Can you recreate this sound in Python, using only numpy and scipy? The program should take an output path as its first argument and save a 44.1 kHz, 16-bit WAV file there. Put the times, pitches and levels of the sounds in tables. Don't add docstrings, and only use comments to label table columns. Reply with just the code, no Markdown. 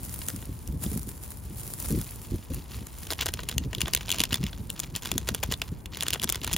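import sys
import numpy as np
from scipy import signal
from scipy.fft import rfft, irfft
from scipy.io import wavfile
from scipy.ndimage import uniform_filter1d

SR = 44100
rng = np.random.default_rng(int(sys.argv[2]) if len(sys.argv) > 2 else 0)


def waveform_to_disk(signal):
    frames = np.transpose(np.atleast_2d(signal))
    scaled = np.clip(frames, -1, 1) * 32767
    samples = np.round(scaled).astype(np.int16)
    wavfile.write(sys.argv[1], SR, samples)


N = 289994
TIME = np.arange(N) / SR
LEAD = 96

# f/Hz, level/dB
FOIL_SPECTRUM = [(300, 5), (600, -6), (1000, -6), (1500, -10.5), (2200, -7), (2900, -2), (3450, -1),
                 (3750, -7), (6000, -3), (7700, 0), (9000, -6.5), (10300, -5.5), (12500, -12),
                 (15500, -8.5)]
# t/s, length/s, hiss/dB, foil swishing in the fingers/dB
SHAKES = [(0.0, 0.24, -44, -53), (0.13, 0.2, -45.5, -62), (0.34, 0.11, -49.5, -50.5),
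          (0.52, 0.16, -54, -56), (0.828, 0.013, -37, -50), (0.93, 0.085, -49, -56),
          (1.09, 0.025, -47.5, -55), (1.23, 0.086, -47.5, -55), (1.44, 0.1, -52.5, -54.5),
          (1.58, 0.14, -41.5, -54), (1.8, 0.098, -40.5, -48), (1.93, 0.15, -46, -47), (2.06, 0.2, -49, -54),
          (2.23, 0.21, -55.5, -50.5), (2.53, 0.035, -50, -44), (2.71, 0.038, -48, -42),
          (2.88, 0.16, -55, -54)]
SHAKE_ATTACK_S, SHAKE_RELEASE_S = 0.018, 0.086
# t/s, length/s, creasing/dB, rubbing/dB
SQUEEZES = [(3.02, 0.12, -30, -59), (3.176, 0.12, -31.5, -46), (3.335, 0.19, -53, -51),
            (3.6, 0.049, -47, -48), (3.711, 0.32, -47, -49), (4.051, 0.21, -28.5, -43.5),
            (4.313, 0.068, -36, -41), (4.41, 0.075, -39, -44), (4.7, 0.027, -35, -68),
            (4.773, 0.12, -35.5, -52.5), (4.944, 0.021, -36, -48), (5.03, 0.088, -30, -50.5),
            (5.114, 0.055, -31, -57), (5.274, 0.03, -29, -42), (5.338, 0.03, -28, -54),
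            (5.43, 0.027, -41, -45.5), (5.505, 0.026, -26, -45), (5.923, 0.47, -37.5, -47),
            (6.421, 0.12, -29, -39)]
SQUEEZE_ATTACK_S, SQUEEZE_RELEASE_S = 0.0031, 0.0067


def undb(db):
    return 10 ** (np.asarray(db) / 20)


def unit(x):
    return x / np.sqrt(np.mean(x ** 2) + 1e-20)


def across(points, hz):
    f, value = np.transpose(points)
    return np.interp(np.log(hz + 1), np.log(f), value)


def colour(x, spectrum):
    n = x.shape[-1]
    gain = undb(across(spectrum, np.fft.rfftfreq(n, 1 / SR)))
    cepstrum = irfft(np.log(gain), n)
    cepstrum[1:n // 2] *= 2
    cepstrum[n // 2 + 1:] = 0
    return irfft(rfft(x) * np.exp(rfft(cepstrum)), n)


def band(x, lo_hz, hi_hz):
    return signal.sosfilt(signal.butter(3, [lo_hz, hi_hz], "band", fs=SR, output="sos"), x)


def resonate(x, hz, width_hz):
    return signal.lfilter(*signal.iirpeak(hz, hz / width_hz, fs=SR), x)


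def smooth(power, samples):
    return np.abs(uniform_filter1d(uniform_filter1d(power, samples), samples))


def wander(per_s):
    hold = int(SR / per_s)
    steps = np.repeat(rng.standard_normal(N // hold + 1), hold)
    return unit(uniform_filter1d(steps, hold)[:N])


def add(track, start_s, sound):
    i = max(int(start_s * SR), 0)
    n = max(min(sound.shape[-1], N - i), 0)
    track[..., i:i + n] += sound[..., :n]


def spread(mid, side, side_db):
    return mid + undb(side_db) * np.array([side, -side])


def gestures(rows, attack_s, release_s, column=2):
    t = TIME[::32]
    power = 0
    for start, length, db in np.array(rows)[:, [0, 1, column]]:
        before, after = np.maximum(start - t, 0), np.maximum(t - start - length, 0)
        power += undb(db) ** 2 * np.exp(-2 * (before / attack_s + after / release_s))
    return np.interp(TIME, t, np.sqrt(power))


def patter(per_s, scatter_db, decay_ms):
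    hits = rng.random(N) < per_s / SR
    energy = hits * undb(scatter_db * np.minimum(rng.standard_normal(N), 2.6)) ** 2
    power = signal.lfilter([1], [1, -np.exp(-2e3 / (decay_ms * SR))], energy)
    return np.sqrt(power / (smooth(power, SR // 25) + 1e-9)) * rng.standard_normal((2, N))


def powder(grip, pour_db=3, kneaded_db=-14, trickle_db=-65, flicker_db=2, clump_db=-8, clump_s=0.0021):
    # f/Hz, level/dB
    grain_spectrum = [(1000, -8.5), (3000, -14.5), (5200, -10), (6300, -10), (7500, -2.5), (9000, 0),
                      (10700, -1.5), (12200, -6.5), (15500, -1)]
    # t/s, level/dB
    clumps = [(0.1426, -28), (0.16, -33), (0.8235, -33), (0.8834, -40), (0.9, -37), (0.9314, -29.5),
              (0.9936, -30.5), (1.0903, -28.5), (1.229, -42), (1.305, -31), (1.6673, -34), (1.7027, -29),
              (1.799, -36), (1.8248, -27), (1.8862, -26), (1.9062, -26), (1.914, -29), (2.014, -25),
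              (2.5447, -24.5)]
    dust = patter(per_s=3800, scatter_db=4.5, decay_ms=0.78)
    granules = patter(per_s=260, scatter_db=27, decay_ms=0.71)
    mid, side = unit(colour(dust + undb(-2) * granules, grain_spectrum))
    side = colour(side, [(5000, -4.5), (9000, -9.5), (12000, -20)])
    pour = gestures(SHAKES, SHAKE_ATTACK_S, SHAKE_RELEASE_S)
    flow = undb(pour_db) * pour + undb(kneaded_db) * grip + undb(trickle_db)
    out = spread(mid, side, side_db=0.5) * flow * undb(flicker_db * wander(per_s=60))
    t = TIME[:512]
    for start, db in clumps:
        tick = rng.standard_normal(len(t)) * np.exp(-t / clump_s)
        add(out, start, undb(db + clump_db) * unit(colour(tick, grain_spectrum)))
    return out


def glove(grip, rub_db=-3, grip_rub_db=-15, crinkle_db=-15, swish_db=-5, slip_db=4):
    # f/Hz, level/dB
    slide_spectrum = [(300, 4), (600, -4), (1000, 9), (1600, 3.5), (2300, 7.5), (3100, 8), (4500, 5.5),
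                      (6000, 1.5), (7700, 2), (10000, -39.5), (15000, 2)]
    slide = unit(colour(patter(per_s=1800, scatter_db=11.5, decay_ms=2.7)[0], slide_spectrum))
    folds = colour(patter(per_s=170, scatter_db=14, decay_ms=0.81)[0], FOIL_SPECTRUM)
    creases = unit(resonances(folds, direct_db=-3))
    sheen = unit(colour(patter(per_s=2800, scatter_db=5.5, decay_ms=1.0)[0], FOIL_SPECTRUM))
    squeeze = gestures(SQUEEZES, SQUEEZE_ATTACK_S, SQUEEZE_RELEASE_S)
    rub = gestures(SQUEEZES, SQUEEZE_ATTACK_S, SQUEEZE_RELEASE_S, column=3)
    shake = gestures(SHAKES, SHAKE_ATTACK_S, SHAKE_RELEASE_S, column=3)
    rubbing = slide * (undb(rub_db) * rub + undb(grip_rub_db) * grip)
    creasing = undb(crinkle_db) * creases * np.hypot(squeeze, grip)
    swishing = undb(swish_db) * (slide + undb(-4) * sheen) * shake
    catch_and_slip = undb(slip_db * wander(per_s=40))
    return (rubbing + creasing) * catch_and_slip + swishing


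def bag(sway_db=-2, sway_swell_db=-10, flutter_db=-9, flutter_swell_db=-13, thump_db=-16, slap_db=-11):
    # t/s, level/dB
    sway_levels = [(0.0, -38), (0.03, -37), (0.66, -41), (0.69, -32.5), (1.28, -43.5), (1.85, -38.5),
                   (1.98, -32), (2.05, -44), (2.29, -39.5), (2.34, -29), (2.47, -57), (2.53, -30),
                   (2.65, -56.5), (2.78, -32), (2.91, -47), (3.44, -35.5), (3.5, -44.5), (3.57, -28),
                   (3.7, -37.5), (4.89, -41), (5.0, -56), (5.07, -36), (6.01, -43), (6.58, -36)]
    # t/s, level/dB, slap relative to that level/dB
    flexes = [(0.336, -32, -8.5), (0.488, -29, -13.5), (0.689, -31.5, -13), (0.74, -29, -11),
              (0.86, -24, -13), (0.915, -27.5, -8), (0.96, -24, -16), (1.069, -30.5, -27),
              (1.269, -36.5, -22), (1.504, -35.5, -11), (1.836, -35.5, -17), (1.904, -23, -10.5),
              (1.925, -22, -9), (1.944, -24.5, -7), (1.975, -22.5, -14.5), (2.317, -29, -5.5),
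              (2.342, -31.5, -1.5), (2.502, -29.5, -4.5), (2.572, -28.5, -16), (2.76, -41, -10),
              (3.578, -32.5, -6.5), (3.61, -35, -9), (3.653, -25.5, -15.5), (3.776, -29, -10),
              (3.831, -26, -15), (4.198, -29.5, -10.5), (4.322, -27.5, -15), (4.404, -25.5, -15),
              (4.434, -23.5, -12), (4.594, -28.5, -17), (4.93, -31, -20), (5.125, -28.5, -10),
              (5.154, -28, -5.5), (5.31, -26.5, -24), (5.486, -28, -14.5), (5.718, -28.5, -16),
              (6.12, -36, -18), (6.241, -29.5, -10), (6.411, -36.5, -8), (6.539, -31, -7.5)]
    # f/Hz, level/dB
    sway_spectrum = [(15, -39), (25, -41), (35, -22.5), (48, -2), (65, -3.5), (90, -4.5), (130, -7.5),
                     (200, -31.5), (400, -57)]
    flutter_spectrum = [(70, -25.5), (150, 3.5), (220, -0.5), (300, -7.5), (420, -13), (650, -24.5),
                        (1500, -65)]
    thump_spectrum = [(20, -30), (45, -5.5), (75, 7.5), (130, 3), (220, 1), (320, -20), (600, -44)]
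    slap_spectrum = [(120, -19), (260, 13), (380, 5), (550, -11), (900, -48.5), (2500, -32.5)]
    sway = undb(np.interp(TIME, *np.transpose(sway_levels)))
    swell = gestures([(start, 0.013, db) for start, db, _ in flexes], attack_s=0.013, release_s=0.02)
    out = np.zeros((2, N))
    for spectrum, steady_db, swell_db in ((sway_spectrum, sway_db, sway_swell_db),
                                          (flutter_spectrum, flutter_db, flutter_swell_db)):
        mid, side = colour(patter(per_s=350, scatter_db=6, decay_ms=5.1), spectrum)
        motion = np.hypot(undb(steady_db) * sway, undb(swell_db) * swell)
        out += spread(unit(mid), unit(side), side_db=-13) * motion
    t = TIME[:8192]
    thump_s, slap_s = 0.015, 0.008
    for start, db, bright_db in flexes:
        noise = rng.standard_normal((2, len(t)))
        thump = unit(colour(noise[0] * np.exp(-t / thump_s), thump_spectrum))
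        slap = unit(colour(noise[1] * np.exp(-t / slap_s), slap_spectrum))
        add(out, start, undb(db + thump_db) * thump + undb(db + bright_db + slap_db) * slap)
    return out


def room_tone(level_db=-47.5):
    # f/Hz, level/dB
    air_spectrum = [(20, -13), (62, 2.5), (120, -9), (300, -14), (700, -24.5), (930, -20.5), (1300, -28.5),
                    (2500, -36.5), (7000, -58), (15000, -53)]
    mid, side = unit(colour(rng.standard_normal((2, N)), air_spectrum))
    return spread(mid, side, side_db=-4) * undb(level_db)


def snap(body_db, treble_db, ring_hz, rise_ms=0.31, shiver_ms=2.4, ring_db=-2):
    ms = (np.arange(1024) - LEAD) / SR * 1000
    noise = rng.standard_normal((3, len(ms)))
    noise[:, LEAD] = 3.16 * np.sign(noise[:, LEAD])
    decay_ms = shiver_ms * 2 ** (body_db / 20 - max(treble_db, 0) / 17)
    linger = np.array([[1.54], [1], [1]])
    envelope = np.exp(np.minimum(ms / rise_ms, -ms / (decay_ms * linger)))
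    body, middle, treble = colour(noise * envelope, FOIL_SPECTRUM)
    ring = unit(resonate(middle, ring_hz, width_hz=350))
    body = unit(band(body, 377, 2030))
    middle = unit(unit(band(middle, 2030, 5080)) + undb(ring_db) * ring)
    treble = unit(band(treble, 6770, 19700))
    return middle + undb(body_db) * body + undb(treble_db) * treble


def sachet(snap_db=-7.5, crackle_db=-17.5, crackle_s=0.009):
    # t/s, mid-
    # band level/dB, body re mid/dB, treble re mid/dB, facet ring f/Hz
    creases = [(0.2168, -37.5, -8, -8, 3980), (0.2855, -44, 6.5, 23, 3670), (0.3013, -39.5, -0.5, 6, 4350),
               (0.4253, -45, -1.5, 2, 3570), (0.6758, -50, -10, 16, 3600), (0.84, -43, -1, 13, 3940),
               (0.863, -42, -12, 5, 3430), (1.8455, -44, 0, 4, 3400), (2.0135, -45, -1, 1, 3400),
               (2.869, -50.5, 3, 16, 3200), (3.0693, -40, -10, 1, 3300), (3.1049, -28, -3.5, 0, 3820),
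               (3.1116, -38.5, 1, 12, 3500), (3.1167, -34, 0.5, 6.5, 3980), (3.1232, -33, 2.5, 4, 3530),
               (3.1335, -30.5, -15, 2, 2540), (3.1902, -33.5, -4, -8, 3400),
               (3.2106, -22.5, -27, -0.5, 3240), (3.225, -30.5, -3, -2, 2800),
               (3.259, -36.5, 4.5, 14, 5000), (3.2652, -26.5, -2.5, 1.5, 2840),
               (3.2871, -30, -1.5, 1, 3900), (3.3385, -29, -8.5, 4.5, 4100), (3.3912, -38, 5.5, -4, 3340),
               (3.4337, -39.5, -2, 3.5, 2780), (3.489, -27.5, -17, 4, 2900), (3.4943, -32, -4.5, 4, 3020),
               (3.5135, -33.5, -8, -1, 4000), (3.5813, -23, -16, 4.5, 2820), (3.7309, -34.5, 0.5, -2, 2870),
               (3.7492, -27.5, -20, -3, 2930), (3.7832, -34, -18, -5, 3730), (3.8066, -29, -7, 5, 2880),
               (3.8162, -20.5, -17, 0, 2870), (3.8579, -30.5, -12, -15, 3460), (3.872, -37.5, 5, -5, 3320),
               (3.881, -34.5, 4, 5, 3300), (3.9352, -21, -13, 0.5, 4700), (3.949, -24, -6.5, 10, 3250),
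               (3.9637, -28.5, -23, -7, 3380), (3.9735, -30, -8, -1, 3100), (4.009, -36, -5, -5, 2920),
               (4.0823, -33, -8, -15, 2950), (4.0923, -27.5, -8.5, 0, 2970), (4.104, -23, -19, -1, 3250),
               (4.1164, -23.5, -18, 5, 3060), (4.1251, -23.5, -29, -3, 2880),
               (4.1443, -33.5, -2.5, 2, 2620), (4.1845, -29, -9, 2, 2840), (4.1952, -29, -24, 0, 2800),
               (4.2037, -18, -16, 0, 2840), (4.2157, -26.5, -20, 2, 2900), (4.2377, -23.5, -8, 6, 3250),
               (4.2532, -32, -14, -2, 4100), (4.324, -29, -8, -5, 2980), (4.3293, -23, -8.5, 0, 2960),
               (4.3426, -20, -15.5, 0.5, 3370), (4.3564, -33.5, -6, 6, 2200),
               (4.4393, -32.5, -18, 1.5, 2940), (4.4661, -32, -33, -7, 3020),
               (4.5302, -37.5, -7.5, -20, 3500), (4.702, -31, -16, 6.5, 2940), (4.7937, -39, -3, 10, 4900),
               (4.8005, -32, -7, 11, 4000), (4.9523, -30.5, -25, -4, 3360), (4.962, -32.5, -10, 9.5, 4260),
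               (4.9708, -41.5, -5, 6, 2700), (5.0225, -40.5, -9, 6, 3300), (5.0567, -32, -4.5, 4.5, 3260),
               (5.1159, -25, -6, 5, 3470), (5.18, -27.5, -8.5, 8, 3740), (5.279, -39, -13, 7, 3400),
               (5.2885, -24.5, -1.5, 4, 3700), (5.3473, -29.5, -0.5, 8, 3250), (5.43, -28, -3, -3, 2600),
               (5.434, -28.5, 2, 5.5, 3640), (5.437, -40.5, -9, 17, 4000), (5.5228, -26.5, -2, 4, 3300),
               (5.539, -26, -17, -7, 3500), (5.6177, -23.5, -7.5, -5.5, 3530), (5.8584, -37, -9, 2, 3660),
               (5.9473, -36, -17, -4.5, 3020), (5.9713, -35.5, -4, 5, 2070), (6.008, -25.5, -22, 0, 3500),
               (6.0246, -27.5, -9, 0, 2730), (6.0332, -36, 1.5, 14, 3100), (6.0659, -32.5, -3, 0, 2820),
               (6.083, -26, -7.5, 6.5, 3330), (6.1053, -29.5, -10, 6.5, 2800), (6.1283, -29, -22, -4, 3320),
               (6.133, -22, -11, -0.5, 3100), (6.1395, -32, -10, 9.5, 3400), (6.146, -32.5, -2.5, -1, 3300),
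               (6.1572, -35, 4, -8, 3100), (6.1976, -29.5, -35, -5, 3300), (6.2181, -34.5, -10, 6, 3600),
               (6.2288, -34, -14, 6, 2110), (6.2353, -30, -2, 8, 3240), (6.2424, -28.5, -4, 9.5, 2200),
               (6.275, -36, -20, -12, 3500), (6.292, -28.5, -5, 8, 3100), (6.2993, -28.5, -6.5, 11, 3640),
               (6.3242, -30, -6, 10, 3060), (6.346, -31, -10, -3, 2170), (6.3568, -31.5, -3, 4.5, 3400),
               (6.416, -37, -21, -4, 2840), (6.4357, -36, -5, 2, 4040), (6.4455, -30, -5, 6, 2865),
               (6.4763, -31.5, 0.5, 5, 3840), (6.5136, -37, 3, 3, 3320), (6.5303, -32.5, -9, 12, 3270),
               (6.5356, -27, -21, 6.5, 3360), (6.541, -33, -19, 8, 5000), (6.5646, -24, -8.5, 2.5, 3370)]
    snaps = np.zeros(N)
    for start, db, body_db, treble_db, ring_hz in creases:
        add(snaps, start - LEAD / SR, undb(db + snap_db) * snap(body_db, treble_db, ring_hz))
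    strain = np.sqrt(smooth(snaps ** 2, int(crackle_s * SR)))
    wrinkles = unit(colour(patter(per_s=500, scatter_db=9.5, decay_ms=0.53)[0], FOIL_SPECTRUM))
    return snaps + undb(crackle_db) * strain * wrinkles


def resonances(crackle, direct_db):
    # f/Hz, width/Hz, level/dB
    modes = [(660, 39, -5), (985, 120, -12.5), (1540, 210, -1), (1865, 68, -1), (2820, 59, -10),
             (3080, 37, -22), (3487, 160, -13.5), (3960, 160, -4.5), (5190, 160, -8)]
    rings = sum(undb(db) * resonate(crackle, hz, width_hz) for hz, width_hz, db in modes)
    return undb(direct_db) * crackle + rings


def reflections(x, wet_db, t60_s, delay_s, top_hz):
    t = TIME[:SR // 2]
    noise = band(rng.standard_normal((2, len(t))), 270, top_hz)
    tail = noise * undb(-60 * t / t60_s) * (t > delay_s)
    tail /= np.sqrt(np.sum(tail ** 2, axis=1, keepdims=True))
    return undb(wet_db) * signal.fftconvolve(x[None], tail, axes=1)[:, :N]


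def scene():
    # t/s, length/s, level/dB
    grips = [(3.0, 0.55, -41.5), (3.74, 0.68, -42.5), (4.52, 0.15, -41), (4.72, 0.1, -39.5),
             (5.0, 0.68, -40), (5.95, 0.71, -46)]
    grip = gestures(grips, attack_s=0.041, release_s=0.096)
    foil = resonances(sachet(), direct_db=-2.5)
    in_bag = reflections(foil, wet_db=-20.5, t60_s=0.018, delay_s=0.0015, top_hz=12500)
    in_room = reflections(foil, wet_db=-25.5, t60_s=0.081, delay_s=0.011, top_hz=7600)
    direct = spread(foil, foil * wander(per_s=97), side_db=-20)
    return direct + in_bag + in_room + room_tone() + powder(grip) + glove(grip) + bag()


def record(dry, low_cut_hz=30, top_hz=15800):
    # f/Hz, phase/rad
    port_phase = [(600, 0), (860, .45), (1500, -.1), (3200, .5), (6000, 0), (7100, .9), (7950, 3.0),
                  (8600, 3.1), (9300, 1.3), (11200, .15), (13200, -.2), (16000, -2.4)]
    # f/Hz, level/dB
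    port_gain = [(120, 0), (300, .8), (650, 2.5), (1100, 1.6), (1900, -.3), (4000, .2)]
    hz = np.fft.rfftfreq(N, 1 / SR)
    half = np.array([[.5], [-.5]])
    ports = np.exp(1j * half * across(port_phase, hz)) * undb(half * across(port_gain, hz))
    heard = irfft(rfft(dry) * ports, N)
    heard = signal.sosfilt(signal.butter(3, low_cut_hz, "high", fs=SR, output="sos"), heard)
    return signal.sosfilt(signal.ellip(10, .2, 70, top_hz, fs=SR, output="sos"), heard)


dry = scene()
out = record(dry)
waveform_to_disk(out)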